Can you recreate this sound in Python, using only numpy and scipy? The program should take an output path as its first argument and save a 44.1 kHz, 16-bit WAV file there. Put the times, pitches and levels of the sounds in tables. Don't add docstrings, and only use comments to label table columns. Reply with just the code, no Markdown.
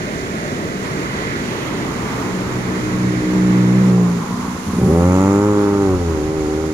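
import sys
import numpy as np
from scipy import signal
from scipy.fft import rfft, irfft
from scipy.io import wavfile
from scipy.ndimage import uniform_filter1d

SR = 44100
rng = np.random.default_rng(int(sys.argv[2]) if len(sys.argv) > 2 else 0)


def wav_record(signal):
    frames = np.transpose(np.atleast_2d(signal))
    bounded = np.clip(frames, -1, 1)
    quanta = np.round(bounded * 32767).astype(np.int16)
    wavfile.write(sys.argv[1], SR, quanta)


N = 296793
TIME = np.arange(N) / SR
SHUT_S, OPEN_S, EASE_S = 4.202, 4.91, 5.9
SHUTTING_S, OPENING_S, EASING_S = 0.11, 0.029, 0.039
CREST_S, CREST_SPREAD_S = 5.224, 0.21


# time in seconds, firings in Hz.
CRUISE_SPEED = [(2.0, 61.4), (2.19, 61.6), (3.65, 61.6), (3.79, 63.3), (4.25, 56.6)]
REV_SPEED = [(4.8, 60.8), (4.826, 63.8), (4.884, 75.4), (4.932, 82.5), (5.078, 90.1), (5.274, 97.4),
             (5.472, 104.3), (5.826, 98.9), (6.2, 74.8), (6.334, 79.4), (6.456, 75.6), (6.618, 79.4),
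             (6.72, 77.5)]

def engine():
    firing_hz = curve([*CRUISE_SPEED, *REV_SPEED]) * (1 + .001 * walk(15))
    rough = roughness()
    pulses, phase = firings(firing_hz, rough, jitter_ms=1.6, scatter_db=6)
    puff = unit(np.exp(-phase / 0.11) * rng.standard_normal(N))
    flow = unit(pulses) + (.045 + .55 * rough) * puff
    exhaust = silencer(flow) + pipes(flow) + bark(flow) + rasp(flow) + thump(flow)
    return ports(-(exhaust + spit(phase) + burble(puff)), lag_ms=0.074)


def firings(hz, rough, jitter_ms, scatter_db):
    cycles = np.cumsum(hz) / SR
    strength, timing = rng.standard_normal((700, 2))[:int(cycles[-1]) - 1].T
    at = np.interp(np.arange(len(timing)) + 1, cycles, np.arange(N))
    uneven = rough[at.astype(int)]
    spread_db = scatter_db * uneven
    size = undb(spread_db * np.clip(strength, -2, 2)) / np.sqrt(hz[at.astype(int)])
    size /= undb(spread_db) ** (spread_db * np.log(10) / 20)
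    at = np.clip(at + uneven ** 1.5 * timing * jitter_ms * SR / 1000, 0, N - 2)
    index, part = at.astype(int), at % 1
    pulses = np.bincount(index, size * (1 - part), N) + np.bincount(index + 1, size * part, N)
    return pulses, cycles % 1


def roughness():
    far = 1 - ramp(at_s=2.1, takes_s=.45)
    coasting = np.maximum(ramp(SHUT_S + .06, .03) - ramp(OPEN_S - .14, .05), 0)
    return .05 + .6 * far + .8 * coasting + .1 * ramp(EASE_S, EASING_S)


# time in seconds, effort in dB.
EFFORT = [(4.92, -12), (5.058, -14.5), (5.28, -14), (5.916, -17.5), (5.966, -20.5), (6.634, -21),
          (6.7, -22.5)]

def rev(db, slope, full_effort_db=-12.5):
    return ramp(OPEN_S, OPENING_S) * undb(db + slope * (curve(EFFORT) - full_effort_db))


# pitch in Hz, width in Hz, relative level in dB.
SILENCER_MODES = [(123.5, 33, -0.5), (183.7, 53, 3)]

def silencer(flow):
    boom = unit(resonate(flow, SILENCER_MODES))
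    echo_ms = np.hypot(9.63, 18.45 * (TIME - 3.73))
    echo = undb(-3.5) * delay(boom, echo_ms)
    cruising = 1 - ramp(SHUT_S, SHUTTING_S)
    gain = cruising * swell(at_s=3.93, spread_s=0.73, db=-15) + burst(4.845, .055, db=-17.5)
    return gain * (boom + echo)


# pitch in Hz, width in Hz, relative level in dB.
HEADER_MODES = [(303.5, 82, 9.5), (370.5, 15, -3), (434, 29, -19), (520, 35, -33)]
TAILPIPE_MODES = [(382.5, 93, -1.5), (460, 24, -29), (539, 79, -16), (765, 61, -17)]

def pipes(flow):
    cruising = 1 - ramp(SHUT_S, SHUTTING_S)
    header_gain = cruising * swell(3.48, 0.66, db=-19.7) + rev(db=-20.5, slope=0.37)
    whoop = burst(4.93, 0.13, db=-18)
    leaving = ramp(5.34, 0.038) * rev(db=-16, slope=0.83)
    tail_gain = cruising * (undb(-35.5) + swell(3.99, 0.12, db=-23)) + whoop + leaving
    header = header_gain * unit(resonate(flow, HEADER_MODES))
    return header + tail_gain * unit(resonate(flow, TAILPIPE_MODES))


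# frequency in Hz, relative level in dB.
BARK_SPECTRUM = [(25, -39), (60, 5), (85, -7.5), (180, 8), (270, -0.5), (430, -5), (535, 1), (620, -7),
                 (710, -12.5), (810, -11.5), (980, -18), (1150, -18.5), (1400, -41), (1700, -41),
                 (2100, -56), (3200, -51)]

def bark(flow, fade_db_per_s=5.5):
    distance_gain = undb(-fade_db_per_s * np.maximum(TIME - OPEN_S, 0))
    return rev(db=-10.5, slope=0.98) * distance_gain * unit(spike(flow, BARK_SPECTRUM))


# frequency in Hz, relative level in dB.
RASP_SPECTRUM = [(500, -35), (690, -20), (800, 1.5), (920, 4), (1020, -2), (1200, 1), (1380, 5), (1600, -4),
                 (2000, -43)]

def rasp(flow):
    front = spike(flow, RASP_SPECTRUM)
    reflection = undb(-13.5) * delay(front, ms=2.4)
    building = ramp(OPEN_S + 0.047, 0.046)
    eased = undb(-5.5 * ramp(EASE_S, EASING_S))
    gain = rev(db=-31, slope=0.54) * eased + swell(CREST_S, CREST_SPREAD_S, db=-39)
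    return building * gain * unit(front + reflection)


# time in seconds, relative level in dB.
THUMP_LEVEL = [(4.92, -16), (5.072, -12.5), (5.34, -25), (5.518, -19), (5.598, -36), (6.124, -12),
               (6.228, -24), (6.7, -22)]

def thump(flow):
    bass = unit(spike(flow, [(30, -23), (75, -3.0), (100, 15), (160, -17.5), (260, -48)]))
    return ramp(OPEN_S, OPENING_S) * undb(curve(THUMP_LEVEL) - 8.5) * bass


def spit(phase):
    jet = np.exp(-phase / 0.2) * rng.standard_normal(N)
    gain = ramp(OPEN_S, OPENING_S) * swell(CREST_S, CREST_SPREAD_S, db=-40)
    return gain * unit(resonate(jet, [(2000, 850, 0.12), (6900, 1500, -1.1)]))


# centre in seconds, half length in seconds, level in dB.
BURBLES = [(4.45, 0.22, -23), (4.83, 0.13, -16.5)]
# pitch in Hz, width in Hz, relative level in dB.
BURBLE_MODES = [(89, 50, -4), (182, 98, 1), (240.6, 12, 0.5), (405, 80, -14)]

def burble(puff):
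    return sum(burst(*row) for row in BURBLES) * unit(resonate(puff, BURBLE_MODES))


# peak in seconds, half length in seconds, level in dB.
ROAR_SWELLS = [(2.05, 0.79, -35), (3.857, 0.84, -42), (5.45, 1, -35.5)]
# frequency in Hz, relative density in dB.
RUMBLE_SPECTRUM = [(20, -20.5), (55, -12), (110, -1), (200, 1), (300, -1), (420, -4), (580, -11),
                   (750, -17.5), (1200, -38.5), (3000, -56)]
ROAR_SPECTRUM = [(400, -22.5), (680, -6.5), (850, -1), (1080, -1), (1350, -4.5), (1800, -16), (4000, -37)]
RUSH_SPECTRUM = [(400, -18.5), (800, -5.5), (1350, 0.5), (1650, -1), (2050, 0.5), (2350, -5), (2800, -12),
                 (4500, -16), (9000, -40.5)]
HISS_SPECTRUM = [(700, 8.5), (2000, 2.5), (3500, 0), (5000, 0.5), (7000, 0.5), (10000, -9), (12500, -12),
                 (14000, -18), (15500, -8)]

def road(away_s=3.92):
    rumble_gain = undb(-25 - 8 * ramp(away_s + 0.29, .08)) + swell(1.72, 0.47, db=-39.5)
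    rumble_gain += rev(db=-29, slope=1.1)
    rush_gain = undb(-33.5 - 7.5 * ramp(away_s, .08)) + swell(1.23, .13, db=-39)
    roar_gain = sum(swell(*row) for row in ROAR_SWELLS)
    hiss_dip_db = -burst(5.48, 0.26, db=0)
    hiss_gain = swell(2.4, 8.9, db=-37.5) * undb(hiss_dip_db)
    rumble = rumble_gain * wash(RUMBLE_SPECTRUM, flicker_db=0.5, alike_hz=1030, lag_ms=-0.26)
    roar = roar_gain * wash(ROAR_SPECTRUM, flicker_db=1.73, alike_hz=1250, lag_ms=-0.088)
    rush = rush_gain * wash(RUSH_SPECTRUM, flicker_db=0.64, alike_hz=1150, lag_ms=-0.49)
    hiss = hiss_gain * wash(HISS_SPECTRUM, flicker_db=0.54, alike_hz=600, lag_ms=0)
    return rumble + roar + rush + hiss


def traffic():
    roar = [(250, -11), (420, -6), (600, 1.5), (720, -6.5), (950, -27), (3000, -53)]
    hiss = [(1200, -7), (1800, -11), (2700, 2), (4000, -5), (8000, -22)]
    tread = [(700, -19), (900, 1), (1060, 8), (1250, -18), (1600, -34), (4000, -58.5)]
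    air = [(5000, -35), (8500, 0), (10000, -2), (12500, -6), (14000, -12)]
    far = swell(0.34, 0.67, db=-35) * wash(roar, lag_ms=-.1)
    first = swell(1.63, 0.36, db=-40) * wash(hiss, lag_ms=-0.4)
    second = swell(4.25, .33, db=-38.5) * wash(tread, lag_ms=-0.075)
    wake = swell(4.9, 0.41, db=-48.5) * wash(air, lag_ms=0)
    return far + first + second + wake


# centre in seconds, half length in seconds, relative level in dB.
GUSTS = [(1.4, .35, -49), (3.05, 0.68, -41), (5.93, 0.086, -26), (6.3, 0.2, -30)]

def buffeting(breeze_db=-41.5):
    thud = [(8, -11), (30, -13), (55, -1), (200, -17), (800, -67)]
    both, *own = (unit(colour(rng.standard_normal(N), thud)) for _ in range(3))
    gain = undb(breeze_db) + sum(burst(*gust) for gust in GUSTS)
    return gain * undb(2 * walk(6.8)) * (0.5 * both + 0.66 * np.array(own))


def wash(points, lag_ms, flicker_db=1.0, alike_hz=1300):
    mid, side = rng.standard_normal((2, N))
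    side = signal.sosfilt(signal.butter(1, alike_hz, "high", fs=SR, output="sos"), side)
    pair = ports(colour(mid, points), lag_ms) + np.outer([1, -1], colour(side, points))
    return unit(pair) * undb(flicker_db * walk(16))


def ports(x, lag_ms):
    return np.array([delay(x, side * lag_ms / 2) for side in (1, -1)])


def delay(x, ms):
    return np.interp(TIME - ms / 1000, TIME, x)


def resonate(x, modes):
    bands = [(np.concatenate(signal.iirpeak(hz, hz / width, fs=SR)), db) for hz, width, db in modes]
    return sum(undb(db) * signal.sosfilt([band, band], x) for band, db in bands)


def response(points, size):
    hz, db = np.transpose(points)
    grid = np.maximum(np.arange(size // 2 + 1) * SR / size, 1)
    return grid, undb(np.interp(np.log(grid), np.log(hz), db))


def spike(x, points, size=2048):
    hz, gain = response(points, size)
    gain /= 1 + (hz / points[-1][0]) ** 4
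    return signal.fftconvolve(x, np.roll(irfft(gain), size // 2) * np.hanning(size), "same")


def colour(x, points, size=8192):
    _, gain = response(points, size)
    cepstrum = irfft(np.log(gain))
    cepstrum[1:size // 2] *= 2
    cepstrum[size // 2 + 1:] = 0
    return signal.fftconvolve(x, irfft(np.exp(rfft(cepstrum))))[:N]


def swell(at_s, spread_s, db):
    return undb(db) / (1 + ((TIME - at_s) / spread_s) ** 2)


def burst(at_s, half_s, db):
    return undb(db) * np.exp(-((TIME - at_s) / half_s) ** 2)


def ramp(at_s, takes_s):
    return (1 + np.tanh((TIME - at_s) / (2 * takes_s))) / 2


def curve(table):
    return np.interp(TIME, *np.transpose(table))


def walk(rate):
    hold = int(SR / rate)
    held = rng.standard_normal(1024)[np.arange(N) // hold % 1024]
    return 1.3 * uniform_filter1d(uniform_filter1d(held, hold), hold)


def undb(db):
    return 10 ** (np.asarray(db) / 20)


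def unit(x):
    return x / np.sqrt(np.mean(x ** 2))


def scene():
    return engine() + road() + traffic() + buffeting()


# frequency in Hz, gain in dB.
LEFT_PORT = [(700, 0), (1100, 3), (2000, -2.5), (3000, -1.5), (5200, -4), (5900, -7.5), (6800, -31),
             (8000, -3), (9800, 10), (11200, 4), (12800, 6.5), (13400, 2.5), (15500, -11)]
RIGHT_PORT = [(400, 0.5), (750, 0.5), (1100, 3.5), (2000, 5.5), (5000, 5), (6900, 9), (7300, 8.5),
              (7700, 0.5), (8900, -3.5), (9800, -27), (11000, -18), (12500, -1), (14000, -2)]

def record(dry):
    heard = np.array([colour(dry[0], LEFT_PORT), colour(dry[1], RIGHT_PORT)])
    limited = heard / (1 + heard ** 6) ** (1 / 6)
    return signal.sosfilt(signal.ellip(10, .2, 80, 15600, fs=SR, output="sos"), limited)


dry = scene()
out = record(dry)
wav_record(out)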